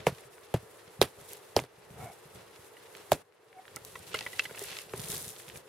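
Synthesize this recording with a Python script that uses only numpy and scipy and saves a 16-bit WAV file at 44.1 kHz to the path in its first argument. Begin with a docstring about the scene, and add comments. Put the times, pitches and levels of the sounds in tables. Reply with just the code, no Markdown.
"""On river ice outdoors, a steel chisel is driven in five times, then dragged and rattled over the chips.
Each blow is a burst of cracking noise, a ring that sags in pitch, damped modes of the sheet and a spray of grains.
Knocks convolve noise with the modes of the bar; snaps are short filtered noise; soft thumps ring the sheet.
Boots and stiff cloth crunch, creak and rustle as noise that swells and dies over a faint hush."""
import sys
import numpy as np
from scipy import signal
from scipy.fft import rfft, irfft
from scipy.io import wavfile
from scipy.ndimage import uniform_filter1d

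SR = 44100
rng = np.random.default_rng(int(sys.argv[2]) if len(sys.argv) > 2 else 0)


def file_out(sig):
    """Save sig as 16-bit WAV at sys.argv[1]."""
    # one column per channel
    cols = np.atleast_2d(sig).T
    # limit, then scale
    lim = np.clip(cols, -1, 1)
    pcm = np.round(lim * 32767).astype(np.int16)
    wavfile.write(sys.argv[1], SR, pcm)


N = 250488
T = np.arange(N) / SR
OPPOSED = np.array([[1], [-1]])  # signs of a left-right difference

# Five chisel blows, their rebounds and a few hard bumps on the ice. Each row: start in seconds, ring peak in dB,
# settled ring pitch in Hz, ring t60 in seconds, time constant of the pitch sag in seconds, thud and crack peaks
# in dB against the ring, crack centre in Hz, gain of its sizzle in dB, spray gain in dB (12 dB is taken off
# later), left minus right in dB.
BLOW_EVENTS = [(0.068, -11, 430, 0.022, 0.0013, -10.5, -1.5, 1940, -17, -21, -1.5),
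               (0.540, -17, 273, 0.033, 0.0032, -0.5, -7, 1940, -13, -20, 1.5),
               (1.015, -8, 371, 0.023, 0.001, -17, 1, 4300, -13, -13.5, -2.5),
               (1.565, -9.5, 372, 0.02, 0.0014, -15.5, 0, 4500, -13, -22, -1.5),
               (1.591, -23, 600, 0.0058, 0.00052, -15, 5.5, 1860, -36, -22, -2),
               (1.639, -35.5, 410, 0.022, 0.0008, -18, -14, 3000, -5, -18, -1),
               (3.1183, -8, 586, 0.023, 0.0011, -22, -0.5, 3400, -0.5, -25.5, -2),
               (4.51, -36.5, 406, 0.026, 0.00081, -12, 2.5, 1480, -28, -41, -4),
               (4.616, -35.5, 403, 0.076, 0.00069, -18, -24, 1500, -15, -25, 1),
               (4.936, -26, 384, 0.03, 0.001, -10, 0, 1060, -34, -42, -.5)]
# Knocks and skids of the bar on the ice. Each row: start in seconds, peak in dB, gain of the modes above 2300 Hz
# in dB, gain of those below 1600 Hz in dB, left minus right in dB.
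BAR_KNOCKS = [(2.7648, -42.5, -18, -11, -2), (3.764, -33.5, -18, 6, -5), (3.953, -30, -18, 0, -1.5),
              (4.1418, -19.5, -7.5, 2.5, -1.5), (4.207, -32.5, -5, -12, -2), (4.2622, -24.5, -12, -1, -1),
              (4.3306, -36.5, -17, -5, -3), (4.3934, -16, 12, -15, 2), (4.4509, -28.5, -14, -24, -2),
              (4.4937, -39, -22, 11, 1), (4.545, -37, -5, -3, -2), (4.574, -34, 5, -12, -2),
              (4.6094, -40.5, -5, -12, -7), (4.6418, -37, -3, -4, -3), (4.7023, -44, -7, -15, 0),
              (4.7227, -38, -6, -13, -4)]
# Modes of the free bar. Each row: nominal frequency in Hz, nominal level in dB, undamped t60 in seconds.
BAR_MODES = [(634, -20, 0.25), (1064, -14.5, 0.054), (1416, -4.5, 0.039), (1990, -2, 0.063),
             (2193, -4.5, 0.016), (2657, 5.5, 0.033), (2840, -3.5, 0.054), (3380, -9.5, 0.058),
             (4000, -12, 0.026), (4990, -10.5, 0.037)]
# Snaps of chips and crust. 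Each row: start in seconds, peak in dB, centre in Hz, left minus right in dB.
ICE_SNAPS = [(0.0684, -24, 7000, -9), (0.08, -34.5, 1980, 6), (0.1844, -39.5, 2470, -4),
             (0.2375, -41, 1440, 2), (0.382, -39, 1240, -3), (1.031, -27, 4010, 10), (1.0405, -27, 2020, 5),
             (1.0494, -41, 3310, -1), (1.2088, -44, 2660, -1.5), (1.3049, -39, 8870, -10),
             (1.3204, -31, 9950, -1.5), (1.3331, -19.5, 9860, -1), (1.6, -23, 6500, 3),
             (1.638, -40, 3000, 0), (1.904, -43, 2150, 0), (2.951, -32.5, 2740, -4), (2.967, -36, 9000, 4),
             (3.1194, -19.5, 8870, 2), (3.1313, -15.5, 5970, 4), (3.324, -56, 1880, 13),
             (3.485, -48, 3470, 2), (3.5292, -42, 1850, 2), (3.654, -40, 1530, -4), (3.68, -36.5, 1790, -2),
             (3.7615, -18.5, 10900, 0), (3.8497, -22.5, 11200, 1), (3.912, -45, 2870, -3),
             (4.0695, -36.5, 4130, -0.5), (4.117, -37, 1980, -2), (4.1903, -18, 3400, -1),
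             (4.2254, -33, 3670, 0.5), (4.3946, -10.5, 2250, -3), (4.51, -37, 1490, -1),
             (4.769, -26, 2340, 1), (4.8624, -41, 10900, 5), (4.8953, -35.5, 2920, -7),
             (4.935, -37.5, 1200, -5), (4.996, -25, 3460, -3), (5.017, -26.5, 8800, 2),
             (5.041, -26, 3240, -2), (5.086, -21, 9300, 1.5), (5.122, -32, 10900, 2),
             (5.1414, -24, 10500, 4), (5.1554, -23, 5820, -1), (5.171, -24, 5670, -7),
             (5.1797, -20, 10700, 5), (5.282, -28, 9980, 4), (5.29, -25, 8300, 7), (5.3038, -24.5, 9900, 1),
             (5.3634, -37.5, 3440, -4), (5.4, -38, 1870, -1), (5.4198, -32, 9400, 8),
             (5.4824, -33, 3320, -2), (5.4996, -31, 2200, -3.5), (5.5578, -34.5, 1770, 0),
             (5.574, -26.5, 9100, 2)]
# Low modes of the ice sheet. Each row: nominal frequency in Hz, level in dB, undamped t60 in seconds.
SHEET_MODES = [(89, -16, 0.17), (127.1, 1, 0.092), (160, 0.5, 0.068)]
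# Weight shifts and soft bumps that ring the sheet. Each row: start in seconds, peak in dB.
SOFT_THUMPS = [(0.123, -37), (0.252, -53), (0.63, -47), (0.877, -49), (0.993, -34.5), (1.197, -53),
               (1.307, -52), (1.62, -40), (1.781, -52), (1.907, -42), (1.94, -45), (2.003, -43),
               (2.031, -44), (2.254, -50), (2.353, -47), (2.379, -51), (2.592, -49), (2.953, -59.5),
               (3.726, -56), (3.817, -52), (3.999, -45.5), (4.07, -55), (4.466, -51), (4.716, -48),
               (4.863, -55), (4.993, -35), (5.043, -41.5), (5.096, -36.5), (5.153, -44), (5.272, -43),
               (5.474, -52), (5.555, -47)]
# Snow creaks underfoot. Each row: time of the peak in seconds, rise and fall time constants in seconds,
# level in dB ahead of the mixing gains, mean pitch in Hz, roughness from 0 to 1.
SNOW_CREAKS = [(2.009, 0.013, 0.037, -44, 743, 0.7), (2.075, 0.037, 0.02, -44.5, 707, 0.97),
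               (3.592, 0.024, 0.013, -46.5, 753, 0.42)]
# Hollows that the rough slips ring. Each row: centre in Hz, width as a share of the centre, level in dB.
CREAK_HOLLOWS = [(737, 0.21, 0.5), (1350, 0.13, -14), (2195, 0.073, -12.5)]
# Spectrum of the outdoor hush. Each row: frequency in Hz, relative spectrum level in dB.
HUSH_SPECTRUM = [(120, -38.5), (200, -25), (362, -3), (443, 2.5), (486, -1), (690, -8), (790, -7.5),
                 (2060, -15), (2230, -18.5), (5000, -37.5), (6500, -73.5), (11000, -120)]
# Spectrum of the cloth rustle. Each row: frequency in Hz, relative spectrum level in dB.
RUSTLE_SPECTRUM = [(1470, -22), (2500, -26.5), (3420, -2), (4400, -4.5), (5660, -3.5), (10500, 3),
                   (13300, 0), (15600, -3), (16300, -16)]
# Floor levels without movement or lulls. The row: hush, rustle, grit and footing rumble, all in dB.
STILL_LEVELS = (-55.5, -60, -62, -69.5)
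# What a full blow leaves rolling. The row: hush, rustle, grit and rumble, all in dB against the blow's ring peak.
BLOW_WAKE = (-37, -31, -40, -26.5)
# Shuffles of boots, cloth and bar. Each row: time of the peak in seconds, rise and fall time constants
# in seconds, then hush, rustle, grit and footing rumble in dB.
SHUFFLES = [(0.0, .02, 0.051, -49.5, -61.5, -53.5, -50), (0.2, .03, 0.021, -58, -59, -66.5, -75),
            (1.2, .03, .04, -56.5, -57.5, -72, -55), (1.32, .05, 0.055, -55, -49.5, -57.5, -70),
            (2.04, .08, 0.042, -48, -56, -65.5, -45), (2.36, 0.021, 0.072, -53, -59, -60, -55),
            (2.97, 0.067, .08, -54.5, -56.5, -57, -70), (3.76, 0.033, 0.035, -56, -58.5, -57, -56),
            (3.9, 0.11, 0.18, -67, -54.5, -62.5, -62), (4.16, 0.08, 0.13, -51.5, -54, -49.5, -54),
            (4.32, 0.11, 0.087, -70, -52, -60.5, -63), (4.44, 0.15, 0.039, -54, -52, -51.5, -66),
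            (4.6, 0.09, 0.14, -53.5, -48, -52.5, -60), (4.73, 0.079, 0.073, -53, -46, -46, -65),
            (5.0, .06, 0.11, -51, -49.5, -53, -49), (5.14, 0.13, 0.089, -47, -41.5, -52.5, -50),
            (5.209, 0.035, .04, -66, -42, -62, -64), (5.29, .04, 0.075, -58, -47, -56.5, -56),
            (5.4, .03, 0.027, -73, -53, -57, -76), (5.49, 0.017, 0.022, -55, -51, -53, -55),
            (5.57, 0.048, 0.02, -51.5, -51, -56.5, -54)]
# Sudden drops of the still floor that creep back. Each row: start in seconds, depth in dB before the shares
# below, recovery time constant in seconds.
FLOOR_LULLS = [(0.28, -1.5, .15), (1.1, -1.5, .1), (1.649, -5, .2), (3.218, -12, 0.35), (5.61, -3, 0.45)]
# How deeply each layer follows a lull. The row: factors on the depth for hush, rustle, grit and rumble [no unit].
LULL_FACTORS = (0.84, 1.58, 1.15, 1)

SKID_S, GRIP_DAMP = 0.0028, 0.5  # time constant of a skid; the glove shortens the ring of the bar
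CRUSH_DB, CRUSH_HZ, CRUSH_T60_S = -5, 2030, 0.01  # ice crushed under each knock
CRUMBLE_T60_S = 0.021
THUMP_DAMP = 0.9  # a boot on the ice shortens its ring
FULL_BLOW_DB = -16.9  # only blows above this peak leave a wake
WAKE_RISE_S, WAKE_FALL_S = 0.003, 0.024
LULL_ONSET_S = 0.014
TOP_HZ = 16100


def blows():
    """Dispersion of bending waves: the high pitches arrive first, beside a crack, a late thud and flying chips."""
    out, t = np.zeros((2, N)), T[:SR // 4]
    for s, db, hz, t60, sag, thud_db, crack_db, crack_hz, sizzle_db, spray_db, pan_db in BLOW_EVENTS:
        noise = rng.standard_normal((4, len(t)))
        # the pitch starts 900 Hz high, and the ring swells while it sags
        phase = 2 * np.pi * (hz * t + 900 * sag * (1 - np.exp(-t / sag)))
        ring = -np.sin(phase) * fade(t, t60) * (1 - np.exp(-t / (1.2 * sag)))
        ring += undb(-20.5) * unit(band(noise[0], 410, .8)) * fade(t, 0.1)
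        add(out, s, ring, db, pan_db)
        add(out, s + 0.0042, sheet(t, 0.068 * noise[3], 1), db + thud_db, 0)

        burst = (t / sag + 1.2) * np.exp(-t / (0.6 * sag))
        crack = []
        for n in noise[1:3]:
            edge = band(band(n, crack_hz, 0.47), crack_hz, 0.43)
            sizzle = band(band(n, 9100, 0.87), 14000, 0.35)
            crack.append((edge + undb(sizzle_db) * sizzle) * burst)
        add(out, s, crack[0], db + crack_db, pan_db, .5 * crack[1])

        spray = chip_spray(t, db + spray_db - 12.0)
        spray_peak_db = 20 * np.log10(np.abs(spray[0]).max())
        add(out, s, spray[0], spray_peak_db, pan_db, .5 * spray[1])
    return out


def chip_spray(t, db):
    """Granular noise: millisecond grains of very uneven size die away; returns a shared and an opposed part."""
    grain_db = 4.85 * rng.exponential(size=len(t) // 64 + 1)
    size = uniform_filter1d(undb(grain_db.repeat(64)[:len(t)]), 24)
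    decay = fade(t, 0.1) + 0.22 * fade(t, 0.16)
    parts = []
    for g in rng.standard_normal((2, len(t))):
        chips = band(band(g, 2900, 2.0), 2200, 2.3) + 0.7 * band(g, 9500, 0.5)
        parts.append(unit(chips) * size * decay * undb(db))
    return parts


def sheet(t, detune, damp):
    """Modal response of a plate: a soft push sets off a few low damped modes of the ice."""
    modes = sum(undb(db) * np.sin(2 * np.pi * hz * (1 + a) * t) * fade(t, damp * t60)
                for (hz, db, t60), a in zip(SHEET_MODES, detune))
    return (1 - np.exp(-t / 0.0019)) * modes


def knocks():
    """Source and resonator: a short rough skid is convolved with the damped modes of the bar."""
    out, t = np.zeros((2, N)), T[:SR // 10]
    for s, db, bright_db, deep_db, pan_db in BAR_KNOCKS:
        push = rng.standard_normal((2, len(t))) * t * np.exp(-t / SKID_S)
        scatter = rng.standard_normal((len(BAR_MODES), 2))  # per mode: level in dB, detuning
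        body = np.zeros(len(t))
        for (hz, mode_db, t60), (a, b) in zip(BAR_MODES, scatter):
            share_db = bright_db if hz > 2300 else deep_db if hz < 1600 else 0
            tone = np.sin(2 * np.pi * hz * (1 + 0.026 * b) * t)
            body += undb(mode_db + share_db + a) * tone * fade(t, GRIP_DAMP * t60)
        crush = unit(band(rng.standard_normal(len(t)), CRUSH_HZ, 0.54))
        body += undb(CRUSH_DB) * crush * fade(t, CRUSH_T60_S)
        body[:4] += 1.3 * undb(bright_db / 2) * np.array([1, 1, -1, -1])  # the bare scratch of contact
        mid, side = (signal.fftconvolve(p, body)[:len(t)] for p in push)
        add(out, s, mid, db, pan_db, 0.21 * side)
    return out


def snaps():
    """Brittle fracture: one needle click, then a few milliseconds of crumbling, as band-limited noise."""
    out, t = np.zeros((2, N)), T[:SR // 15]
    for s, db, hz, pan_db in ICE_SNAPS:
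        shape = fade(t, 0.00063) + 0.13 * fade(t, CRUMBLE_T60_S)
        mid, side = (band(band(n * shape, hz, 1.15), hz, 1.15) for n in rng.standard_normal((2, len(t))))
        add(out, s, mid, db, pan_db, 0.497 * side)
    return out


def thumps():
    """Soft excitation of a plate: boots and knees press the sheet and damp its modes."""
    out, t = np.zeros((2, N)), T[:SR // 5]
    for (s, db), detune in zip(SOFT_THUMPS, rng.standard_normal((len(SOFT_THUMPS), 3))):
        add(out, s, sheet(t, .08 * detune, THUMP_DAMP), db, 0)
    return out


def creaks():
    """Stick-slip of packed snow under a boot: a wavering note, and rough slips that ring three hollows."""
    out = 0
    for s, rise, fall, db, hz, rough in SNOW_CREAKS:
        pitch = hz * (1 + 0.021 * walk(100))
        note = np.sin(2 * np.pi * np.cumsum(pitch) / SR)
        slips = crackle(200, 3.0)()
        rings = unit(sum(undb(g) * band(band(slips, f, w), f, w) for f, w, g in CREAK_HOLLOWS))
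        mix = 2.0 * (1 - rough) * note + 1.33 * rough * rings
        out = out + mix * undb(db) * swell(s, rise, fall)
    return out


def scrape(x):
    """Friction noise coupled to a resonator: broad grit, with the bar humming along."""
    hum = sum(undb(db) * band(x, hz, 0.017) for hz, db, _ in BAR_MODES)
    return band(band(x, 2600, 1.6), 2600, 1.6) + 0.5 * hum


def bed():
    """Sum of shaped noises: outdoor hush, cloth rustle, grit under bar and boots, and rumble through the snow."""
    hush_db, rustle_db, grit_db, rumble_db = activity()
    # near, hard rubbing is loud and grainy; faint rubbing blurs into a smooth hiss
    cloth = crackle(700, 3.0 * np.clip((rustle_db + 66) / 16, .2, 1))
    chips = crackle(500, 3.5 * np.clip((grit_db + 66.5) / 14, .2, 1))
    lumps = crackle(27, 0.82)
    hush = wide(lambda: colour(rng.standard_normal(N), HUSH_SPECTRUM), 0.57) * undb(hush_db)
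    rustle_flicker_db, grit_flicker_db = 2.5 * walk(50), 2.5 * walk(70)
    rustle = wide(lambda: colour(cloth(), RUSTLE_SPECTRUM), 0.9) * undb(rustle_db + rustle_flicker_db)
    grit = wide(lambda: unit(scrape(chips())), 0.67) * undb(grit_db + grit_flicker_db)
    rumble = wide(lambda: unit(band(band(lumps(), 110, 1.0), 110, 1.3)), 0.22) * undb(rumble_db)
    return hush + rustle + grit + rumble


def activity():
    """Addition of powers: levels in dB of the four layers from a still floor with lulls, wakes and shuffles."""
    lull_db = 0
    for s, depth_db, recovery in FLOOR_LULLS:
        onset = np.clip((T - s) / LULL_ONSET_S, 0, 1)
        lull_db = lull_db + depth_db * onset * np.exp(-((T - s) / recovery) ** 2)
    power = undb(np.array(STILL_LEVELS)[:, None] + np.outer(LULL_FACTORS, lull_db)) ** 2
    wakes = [(s, WAKE_RISE_S, WAKE_FALL_S, *(db + np.array(BLOW_WAKE)))
             for s, db, *_ in BLOW_EVENTS if db > FULL_BLOW_DB]
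    for s, rise, fall, *db in [*SHUFFLES, *wakes]:
        power = power + (undb(db)[:, None] * swell(s, rise, fall)) ** 2
    return 10 * np.log10(power)


def swell(s, rise, fall):
    """Exponential growth to 1 at s, then exponential decay."""
    return np.exp(-np.abs(T - s) / np.where(T < s, rise, fall))


def crackle(rate, spread_db):
    """Amplitude-modulated noise: its level jumps grain by grain; the spread may change in time."""
    k = int(SR / rate)
    grain = rng.exponential(size=N // k + 1).repeat(k)[:N]
    size = undb(spread_db * grain)
    return lambda: rng.standard_normal(N) * size


def walk(rate):
    """Slow random modulation: levels drawn every 1 / rate s, joined by a moving average."""
    k = int(SR / rate)
    return uniform_filter1d(np.repeat(rng.standard_normal(N // k + 1), k), k)[:N]


def colour(x, points):
    """Spectral shaping: filters noise to (Hz, dB) points joined over log frequency, at unit RMS."""
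    hz, db = np.transpose(points)
    bins = np.log(np.fft.rfftfreq(N, 1 / SR) + 1)
    return unit(irfft(rfft(x) * undb(np.interp(bins, np.log(hz), db)), N))


def wide(make, side):
    """Partial coherence: left and right share one noise and oppose another."""
    return (make() + side * make() * OPPOSED) / np.sqrt(1 + side ** 2)


def add(out, s, x, db, pan_db, side=0):
    """Superposition: places a sound scaled to its peak in dB, then tilts it left or right."""
    i = int(s * SR)
    x = x + side * OPPOSED
    x = x * undb(db) / np.abs(x).max()
    out[:, i:i + x.shape[1]] += (x * undb([[pan_db / 2], [-pan_db / 2]]))[:, :N - i]


def band(x, hz, width):
    """Two-pole resonance; the width is a share of the centre."""
    return signal.lfilter(*signal.iirpeak(min(hz, .4 * SR), 1 / width, SR), x)


def fade(t, t60):
    """Exponential decay by 60 dB in t60 seconds."""
    return np.exp(-np.log(1000) * t / t60)


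def undb(db):
    """Amplitude ratio of a level in decibels."""
    return 10 ** (np.asarray(db) / 20)


def unit(x):
    """Normalisation to an RMS of 1."""
    return x / np.sqrt(np.mean(x ** 2))


def scene():
    """Superposition of the chisel, the ice, the boots and the background."""
    return blows() + knocks() + snaps() + thumps() + bed() + creaks()


def record(dry):
    """Band limits: the small microphone loses deep bass and sags in the treble; the recorder cuts the top."""
    thin = signal.sosfilt(signal.butter(1, 60, "high", fs=SR, output="sos"), dry)
    soft = signal.sosfilt(signal.butter(2, 13000, fs=SR, output="sos"), thin)
    return signal.sosfilt(signal.ellip(10, .2, 80, TOP_HZ, fs=SR, output="sos"), soft)


dry = scene()
out = record(dry)
file_out(out)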